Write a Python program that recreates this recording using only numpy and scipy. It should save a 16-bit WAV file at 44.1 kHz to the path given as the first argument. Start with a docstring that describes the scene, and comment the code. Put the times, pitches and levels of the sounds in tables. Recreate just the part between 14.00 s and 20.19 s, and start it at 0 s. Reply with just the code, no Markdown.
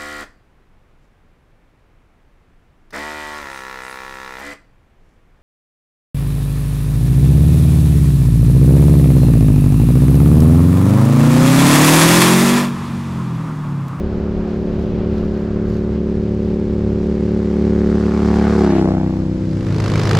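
"""A distant twin-cylinder motorcycle drones with an uneven beat while a dying breeze rumbles on the
microphone and stirs the grass. The bike nears, barks and whooshes past at 4.7 s, its pitch falling, its
exhaust echoing off a parked van. A second twin, with an even, rasping beat, is almost there at the end.
Each exhaust fires twice an engine cycle: the pipe rings, the pressure steps give overtones and the
turbulent gas gives grit. Tyres hiss and air roars as the bikes come close."""
import sys
import numpy as np
from scipy import signal
from scipy.fft import rfft, irfft
from scipy.io import wavfile
from scipy.ndimage import uniform_filter1d, minimum_filter1d, map_coordinates

SR = 44100
rng = np.random.default_rng(int(sys.argv[2]) if len(sys.argv) > 2 else 0)


def wrap_up_sound(samples):
    """Save the sound to the file named by the first command line argument, as 16-bit audio."""
    columns = np.atleast_2d(samples).T
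    # keep every value between -1 and 1, then stretch to whole-number steps
    tamed = np.clip(columns, -1, 1)
    steps = np.round(tamed * 32767).astype(np.int16)
    wavfile.write(sys.argv[1], SR, steps)


N = 272979
T = np.arange(N) / SR
HZ = np.fft.rfftfreq(N, 1 / SR)
SOUND_M_PER_S = 343
PASS_S, SPEED_M_PER_S, CLOSEST_M = 4.71, 22.2, 1.9  # first bike's straight pass


def amp(db):
    """Decibels to gain."""
    return 10 ** (np.asarray(db) / 20)


def unit(x):
    """Scale to rms 1."""
    return x / np.sqrt(np.mean(abs(x) ** 2) + 1e-20)


def curve(rows):
    """Time table at every sample."""
    return np.interp(T, *np.transpose(rows))


def swell(at_s, sigma_s):
    """Gaussian rise and fall, peak 1."""
    return np.exp(-((T - at_s) / sigma_s) ** 2 / 2)


def spectrum(rows):
    """Frequency table at every FFT bin."""
    hz, value = np.transpose(rows)
    return np.interp(np.log(HZ + 1), np.log(hz + 1), value)


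def colour(x, rows):
    """Filter by a spectrum table, rms 1."""
    return unit(irfft(rfft(x) * amp(spectrum(rows)), N))


def wander(rate_hz):
    """Random drift below rate_hz, rms 1."""
    return unit(irfft(rfft(rng.standard_normal(N)) / (1 + (HZ / rate_hz) ** 4), N))


def delayed(x, delay_s):
    """Sound path of varying length."""
    return map_coordinates(x, [(T - delay_s) * SR], order=3, mode="nearest")


def resonate(x, hz, width_hz):
    """Resonance of gain about 1 at hz, which may be a curve."""
    carrier = np.exp(2j * np.pi * np.cumsum(hz * np.ones(N)) / SR)
    pole = np.exp(-np.pi * width_hz / SR)
    return 2 * (carrier * signal.lfilter([1 - pole], [1, -pole], x / carrier)).real


def band(x, hz, width_hz):
    """Two like resonances in series, rms 1."""
    return unit(resonate(resonate(x, hz, width_hz), hz, width_hz))


# Left-right likeness: freq_hz, coherence
COHERENCE = [(20, 0.9), (60, 0.95), (130, 1), (300, 0.97), (700, 0.94), (2000, 0.79), (5000, 0.71),
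             (12000, 0.45)]


def noise(rows):
    """Coloured stereo noise, less alike towards the treble, rms 1."""
    mid, side = rng.standard_normal((2, len(HZ))) + 1j * rng.standard_normal((2, len(HZ)))
    coherence = np.clip(spectrum(COHERENCE), 0, 1)
    side *= np.sqrt((1 - coherence) / (1 + coherence))
    return unit(irfft(np.array([mid + side, mid - side]) * amp(spectrum(rows)), N))


def crank(cycle_hz, fire_s):
    """Engine cycles counted from a firing of the first cylinder at fire_s."""
    cycles = np.cumsum(cycle_hz) / SR
    return cycles - np.interp(fire_s, T, cycles)


# Exhaust pipe resonances: centre_hz, width_hz
PIPE_MODES = [(78, 78), (205, 12), (375, 135)]


def drone(cycles, orders, lag_cycles):
    """Low exhaust orders, phased by two firings a cycle ringing in the pipe; each wavers slowly."""
    cycle_hz = (cycles[-1] - cycles[0]) / T[-1]
    out = np.zeros(N)
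    for order, db in orders:
        hz = order * cycle_hz
        pipe = sum(1 / (1 + 1j * (hz ** 2 - centre ** 2) / (hz * width)) for centre, width in PIPE_MODES)
        firings = 1 + np.exp(-2j * np.pi * order * lag_cycles)
        phase = np.angle(pipe * firings) + .3 * np.pi  # the lead makes the pulses less peaky
        waver_db = .26 * np.interp(T * 3.74, np.arange(64), rng.standard_normal(64))
        out += amp(db + waver_db) * np.cos(2 * np.pi * order * cycles + phase)
    return unit(out)


def pressure_steps(cycles, lag_cycles, second_db, scatter):
    """Two valve openings a cycle, each trailed by brief scatter from pipe and road."""
    cycle_s = T[-1] / (cycles[-1] - cycles[0])
    steps = np.zeros(N)
    for start, db in ((0, 0), (lag_cycles, second_db)):
        offset_samples = ((cycles - start + .5) % 1 - .5) * cycle_s * SR
        steps += amp(db) * np.exp(-offset_samples ** 2)
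    response = rng.standard_normal(SR // 40) * np.exp(-T[:SR // 40] / .0055)
    response *= scatter / np.linalg.norm(response)
    response[0] += 1  # direct path
    return signal.oaconvolve(steps, response)[:N]


def gas_flow(cycles, lag_cycles, second_db, decay_cycles, uneven_db):
    """Each exhaust valve opens abruptly and the flow dies away; firings vary in strength."""
    flow = np.zeros(N)
    for start, db in ((0, 0), (lag_cycles, second_db)):
        cycle, age = np.divmod(cycles - start, 1)
        strength = amp(db + uneven_db * rng.standard_normal(N // 100))
        flow += strength[cycle.astype(int)] * np.exp(-age / decay_cycles)
    return unit(uniform_filter1d(uniform_filter1d(flow, size=45), size=35))


def passing(ahead_m, db, reach_m, coming_db, going_db, rear_db, beam):
    """Gain of a directional source; beyond reach_m it loses coming_db or going_db per doubled range."""
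    distance_m = np.hypot(ahead_m, CLOSEST_M)
    rear = ((1 - ahead_m / distance_m) / 2) ** beam
    doublings = np.log2(np.hypot(1, distance_m / reach_m))
    return amp(db - (1 - rear) * coming_db * doublings + rear * (rear_db - going_db * doublings))


# Engine speed, throttle opening a little: time_s, cycle_hz
FIRST_REVS = [(0, 33.84), (3.1, 33.84), (4.15, 34.04), (6.19, 34.1)]
# Drone from the front and from behind: order, relative_db
FRONT_ORDERS = [(1, -22), (2, 1), (3, -4), (4, -13.5), (5, 3.5), (6, 5), (7, -9.5), (8, -3), (9, -12.5),
                (10, 0), (11, -2), (12, -44.5), (13, -11), (14, -12), (15, -17.5), (16, -13)]
REAR_ORDERS = [(1, -21.5), (2, -5.5), (3, -3), (4, -16.5), (5, -0.5), (6, 0.5), (7, -9), (8, -3.5),
               (9, -15), (10, -2), (11, -7), (12, -29), (13, -38), (14, -33.5), (15, -27), (16, -11.5),
               (17, -31.5), (18, -17), (19, -25.5)]
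# Spectra of exhaust bark, close exhaust blast, tyre hiss and rushing air: freq_hz, density_db
BARK_SPECTRUM = [(330, -17.5), (450, 3), (560, 4), (760, 6), (850, 2.5), (1050, 1.5), (1500, -1),
                 (2100, -7.5), (3000, -19), (6000, -32.5), (14000, -63)]
BLAST_SPECTRUM = [(200, -21.5), (320, 6.5), (520, 6.5), (720, -1.5), (1000, -13), (1500, -30.5),
                  (3000, -47.5)]
TYRE_SPECTRUM = [(750, -25), (1100, 3.5), (1650, 1.5), (2300, -6), (3400, -6), (4700, -2.5), (7500, -10.5),
                 (9000, -18), (12200, -26.5), (15500, -45)]
AIR_SPECTRUM = [(100, -0.5), (450, 4), (700, -1), (1300, -10.5), (2500, -15.5), (3300, -19), (4800, -22.5),
                (7500, -35), (9000, -44.5), (12200, -49.5), (15000, -66)]


def first_bike():
    """Uneven twin passing with Doppler shift: mellow drone far off; bark, blast and hiss close by."""
    ahead_m = SPEED_M_PER_S * (PASS_S - T)
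    bearing = np.arctan2(CLOSEST_M, ahead_m)
    behind, abreast = (1 - np.cos(bearing)) / 2, np.sin(bearing)
    doppler = 1 + SPEED_M_PER_S / SOUND_M_PER_S * np.cos(bearing)
    lag_cycles, silencer_back_m = .38, .99
    cycles = crank(curve(FIRST_REVS) * doppler, fire_s=3.6675) + .0016 * wander(14)

    bass_cycles = cycles - .08  # the bass leaves the silencer after the crack
    bass = (1 - behind) * drone(bass_cycles, FRONT_ORDERS, lag_cycles)
    bass += behind * drone(bass_cycles, REAR_ORDERS, lag_cycles)
    bass *= passing(ahead_m, db=-11.5, reach_m=8, coming_db=2.5, going_db=3.5, rear_db=-4.5, beam=1)
    bass *= amp(.55 * wander(25) + .45 * wander(3))
    # Side-on, the drone swells into a honk near 280 Hz.
    side_on = np.sin(np.arctan2(CLOSEST_M, ahead_m + silencer_back_m))
    bass += amp(3.5) * side_on ** 1.4 * resonate(bass, hz=280, width_hz=150)

    steps = pressure_steps(cycles, lag_cycles, second_db=1, scatter=.35)
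    flow = gas_flow(cycles, lag_cycles, second_db=1, decay_cycles=.12, uneven_db=1)
    bark = .86 * colour(steps, BARK_SPECTRUM) + .46 * noise(BARK_SPECTRUM) * unit(2.2 + flow)
    bark *= passing(ahead_m, db=-28, reach_m=11.5, coming_db=9, going_db=30, rear_db=-6, beam=.85)
    blast = .95 * colour(steps, BLAST_SPECTRUM) + .3 * noise(BLAST_SPECTRUM) * unit(.4 + flow)
    blast *= passing(ahead_m, db=-22.5, reach_m=5.7, coming_db=16, going_db=21, rear_db=3.5, beam=1.3)
    exhaust = np.array([van_echo(channel, abreast) for channel in bass + bark + blast])

    hiss = noise(TYRE_SPECTRUM) * unit(4 + flow) * amp(wander(32))
    hiss *= passing(ahead_m, db=-37, reach_m=7.06, coming_db=6.5, going_db=7.5, rear_db=-12.5, beam=13)
    roar = noise(AIR_SPECTRUM)
    roar *= passing(ahead_m, db=-28.5, reach_m=14.2, coming_db=10.5, going_db=11, rear_db=-7.5, beam=.26)

    # Once the bike is behind, the left is slightly later and louder.
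    left, right = exhaust + hiss + roar
    stereo = np.array([delayed(left, .00012 * behind), right])
    pan_db = behind * np.array([[.62], [-.62]])
    return (stereo + whirr()) * amp(pan_db)


def van_echo(exhaust, abreast, max_path_m=1.2):
    """The van's side reflects the exhaust, latest when abreast: a comb slides down, then up."""
    highpass = signal.butter(3, 286, "highpass", fs=SR, output="sos")
    reflected = signal.sosfiltfilt(highpass, exhaust)
    delay_s = max_path_m * abreast ** .8 / SOUND_M_PER_S
    return exhaust + .47 * abreast ** .3 * delayed(reflected, delay_s)


# Gusts on the microphone: peak_s, sigma_s, level_db
MIC_GUSTS = [(0.67, 0.07, -27.5), (.96, 0.087, -33), (2.705, 0.023, -25)]
# Low air rumble: freq_hz, density_db
RUMBLE_SPECTRUM = [(10, -16.5), (25, 16.5), (48, 12), (75, 15.5), (130, 10.5), (250, 4.5), (450, -18),
                   (900, -62.5)]


def breeze(start_db=-25, fall_db_per_s=2.6):
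    """A dying breeze and brief gusts buffet the microphone."""
    steady = amp(start_db - fall_db_per_s * T)
    gusts = sum(amp(db) * swell(peak_s, sigma_s) for peak_s, sigma_s, db in MIC_GUSTS)
    return noise(RUMBLE_SPECTRUM) * (steady + gusts) * amp(2 * wander(4.3))


def distant_wash(start_db=-36.5, fall_db_per_s=.8):
    """Far road and forest noise, slowly dying down."""
    return noise(AIR_SPECTRUM) * amp(start_db - fall_db_per_s * T + .74 * wander(7.6))


# Soft swishes in the verge: peak_s, sigma_s, level_db, centre_hz, width_hz
VERGE_SWISHES = [(0.245, 0.27, -40.5, 1130, 1000), (0.599, 0.93, -40, 613, 696),
                 (1.008, 0.22, -43, 2520, 3450), (1.471, 0.48, -42.5, 1233, 1007)]
# Grass rustles: peak_s, level_db
GRASS_RUSTLES = [(0.168, -60.5), (0.559, -58.5), (0.799, -59), (1.182, -57.5), (1.37, -58.5),
                 (1.741, -55.5), (2.43, -60.5), (3, -67.5), (5.13, -57)]
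# Rustle spectrum: freq_hz, density_db
GRASS_SPECTRUM = [(1500, -37), (4000, 16), (7000, 7), (9000, -7.5), (12200, 1.5), (15000, -16)]


def grass():
    """Soft swishes of wind in the verge; faint high rustles with a fast random flutter in level."""
    flutter = unit(amp(4.8 * wander(350)))
    stirring = sum(amp(db) * swell(peak_s, sigma_s=.068) for peak_s, db in GRASS_RUSTLES)
    rustle = noise(GRASS_SPECTRUM) * flutter * stirring
    air = noise(AIR_SPECTRUM)
    swish = sum(band(air, hz, width_hz) * amp(db) * swell(peak_s, sigma_s)
                for peak_s, sigma_s, db, hz, width_hz in VERGE_SWISHES)
    return rustle + swish * amp(wander(5.5))


# Engine speed: time_s, cycle_hz
SECOND_REVS = [(0, 26.75), (1.5, 26.68), (2.8, 26.55), (3.3, 26.5), (4.4, 26.13), (5, 25.9), (5.6, 25.84),
               (6.19, 25.84)]
# Throb level, long far off, then close: time_s, level_db
SECOND_APPROACH = [(0, -38), (1.5, -29.5), (2.7, -28), (4.6, -38.5), (5.25, -29.5), (5.55, -23),
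                   (5.72, -19), (5.88, -16.5), (6.19, -13.5)]
# Exhaust throb: order, relative_db
THROB_ORDERS = [(1, -20), (2, -9), (3, -44), (4, 6.5), (5, 0.5), (6, 2), (7, -22.5), (8, -13), (9, -9),
                (10, -23), (11, -26.5), (12, -29), (13, -36.5), (14, -30), (15, -10), (16, -28), (17, -9)]


def second_bike():
    """Even twin with open pipes: a deep throb and rumble; rasp, roar and tyre hiss grow as it nears."""
    lag_cycles = .52
    cycles = crank(curve(SECOND_REVS), fire_s=6.1112)
    level_db = curve(SECOND_APPROACH)
    near = amp(2.3 * (level_db - level_db.max()))  # 2.3 dB per dB of throb
    throb_cycles = cycles + .04 + .004 * wander(12)  # gas bursts fall in the throb's troughs
    throb = drone(throb_cycles, THROB_ORDERS, lag_cycles) * amp(level_db + .8 * wander(8))
    rasp = pipe_rasp(cycles, lag_cycles) * amp(-25) * near
    roar = noise(AIR_SPECTRUM) * amp(-22.5) * near
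    rumble = noise(RUMBLE_SPECTRUM) * amp(level_db - 17.5)
    hiss = noise(TYRE_SPECTRUM) * amp(-45) * swell(at_s=6.34, sigma_s=.79)
    return throb + roar + rumble + hiss + rasp * amp([[-.3], [.3]])


# Whirr of the first bike going by: time_s, level_db, centre_hz
WHIRR_SWEEP = [(3.9, -60, 1600), (4.35, -41.5, 1450), (4.48, -34, 1390), (4.6, -41, 1650),
               (4.72, -31, 1990), (4.795, -32, 2450), (4.86, -76, 2610)]


def whirr():
    """A bright whirr flares at the closest moment, rises in pitch and cuts off."""
    time_s, level_db, centre_hz = np.transpose(WHIRR_SWEEP)
    swept = band(noise(TYRE_SPECTRUM), np.interp(T, time_s, centre_hz), width_hz=1600)
    return swept * amp(np.interp(T, time_s, level_db))


# Open-pipe gas bursts: freq_hz, density_db
RASP_SPECTRUM = [(200, -31.5), (420, 10.5), (700, -8), (1050, 1), (1400, -3.5), (2200, -8.5), (3300, -14.5),
                 (5000, -13.5), (7300, -20.5), (9000, -27), (12200, -32.5), (15500, -56)]
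# Spells of harder firing: peak_s, sigma_s, boost_db
HARD_SPELLS = [(5.87, 0.028, 2), (5.999, 0.021, 2.5), (6.105, 0.026, 2.5)]


def pipe_rasp(cycles, lag_cycles):
    """Each firing cracks and blows a burst of gas from an open pipe; the sharpest band jumps about."""
    flow = gas_flow(cycles, lag_cycles, second_db=-1.5, decay_cycles=.085, uneven_db=1.6)
    flow = unit(uniform_filter1d(flow, size=115))
    crack = colour(pressure_steps(cycles, lag_cycles, second_db=-1.5, scatter=.77), RASP_SPECTRUM)
    grit = noise(RASP_SPECTRUM) * unit(.48 + flow) * amp(1.5 * wander(400))
    rasp = .3 * crack + .95 * grit
    snarl_hz = 3500 * 2 ** (.6 * np.tanh(wander(30)))
    rasp += .8 * resonate(rasp, snarl_hz, width_hz=1400)
    boost_db = sum(db * swell(peak_s, sigma_s) for peak_s, sigma_s, db in HARD_SPELLS)
    return rasp * amp(boost_db)


def scene():
    """Two bikes on a breezy country road."""
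    return first_bike() + second_bike() + breeze() + grass() + distant_wash()


def record(dry, ceiling_db=-2.8, cutoff_hz=15650):
    """Peak limiter, then low-pass."""
    gain = np.minimum(1, amp(ceiling_db) / (abs(dry).max(0) + 1e-9))
    gain = uniform_filter1d(minimum_filter1d(gain, size=900), size=900)
    lowpass = signal.firwin(511, cutoff_hz, window=("kaiser", 9), fs=SR)
    return signal.oaconvolve(dry * gain, lowpass[None], "same")


dry = scene()
out = record(dry)
wrap_up_sound(out)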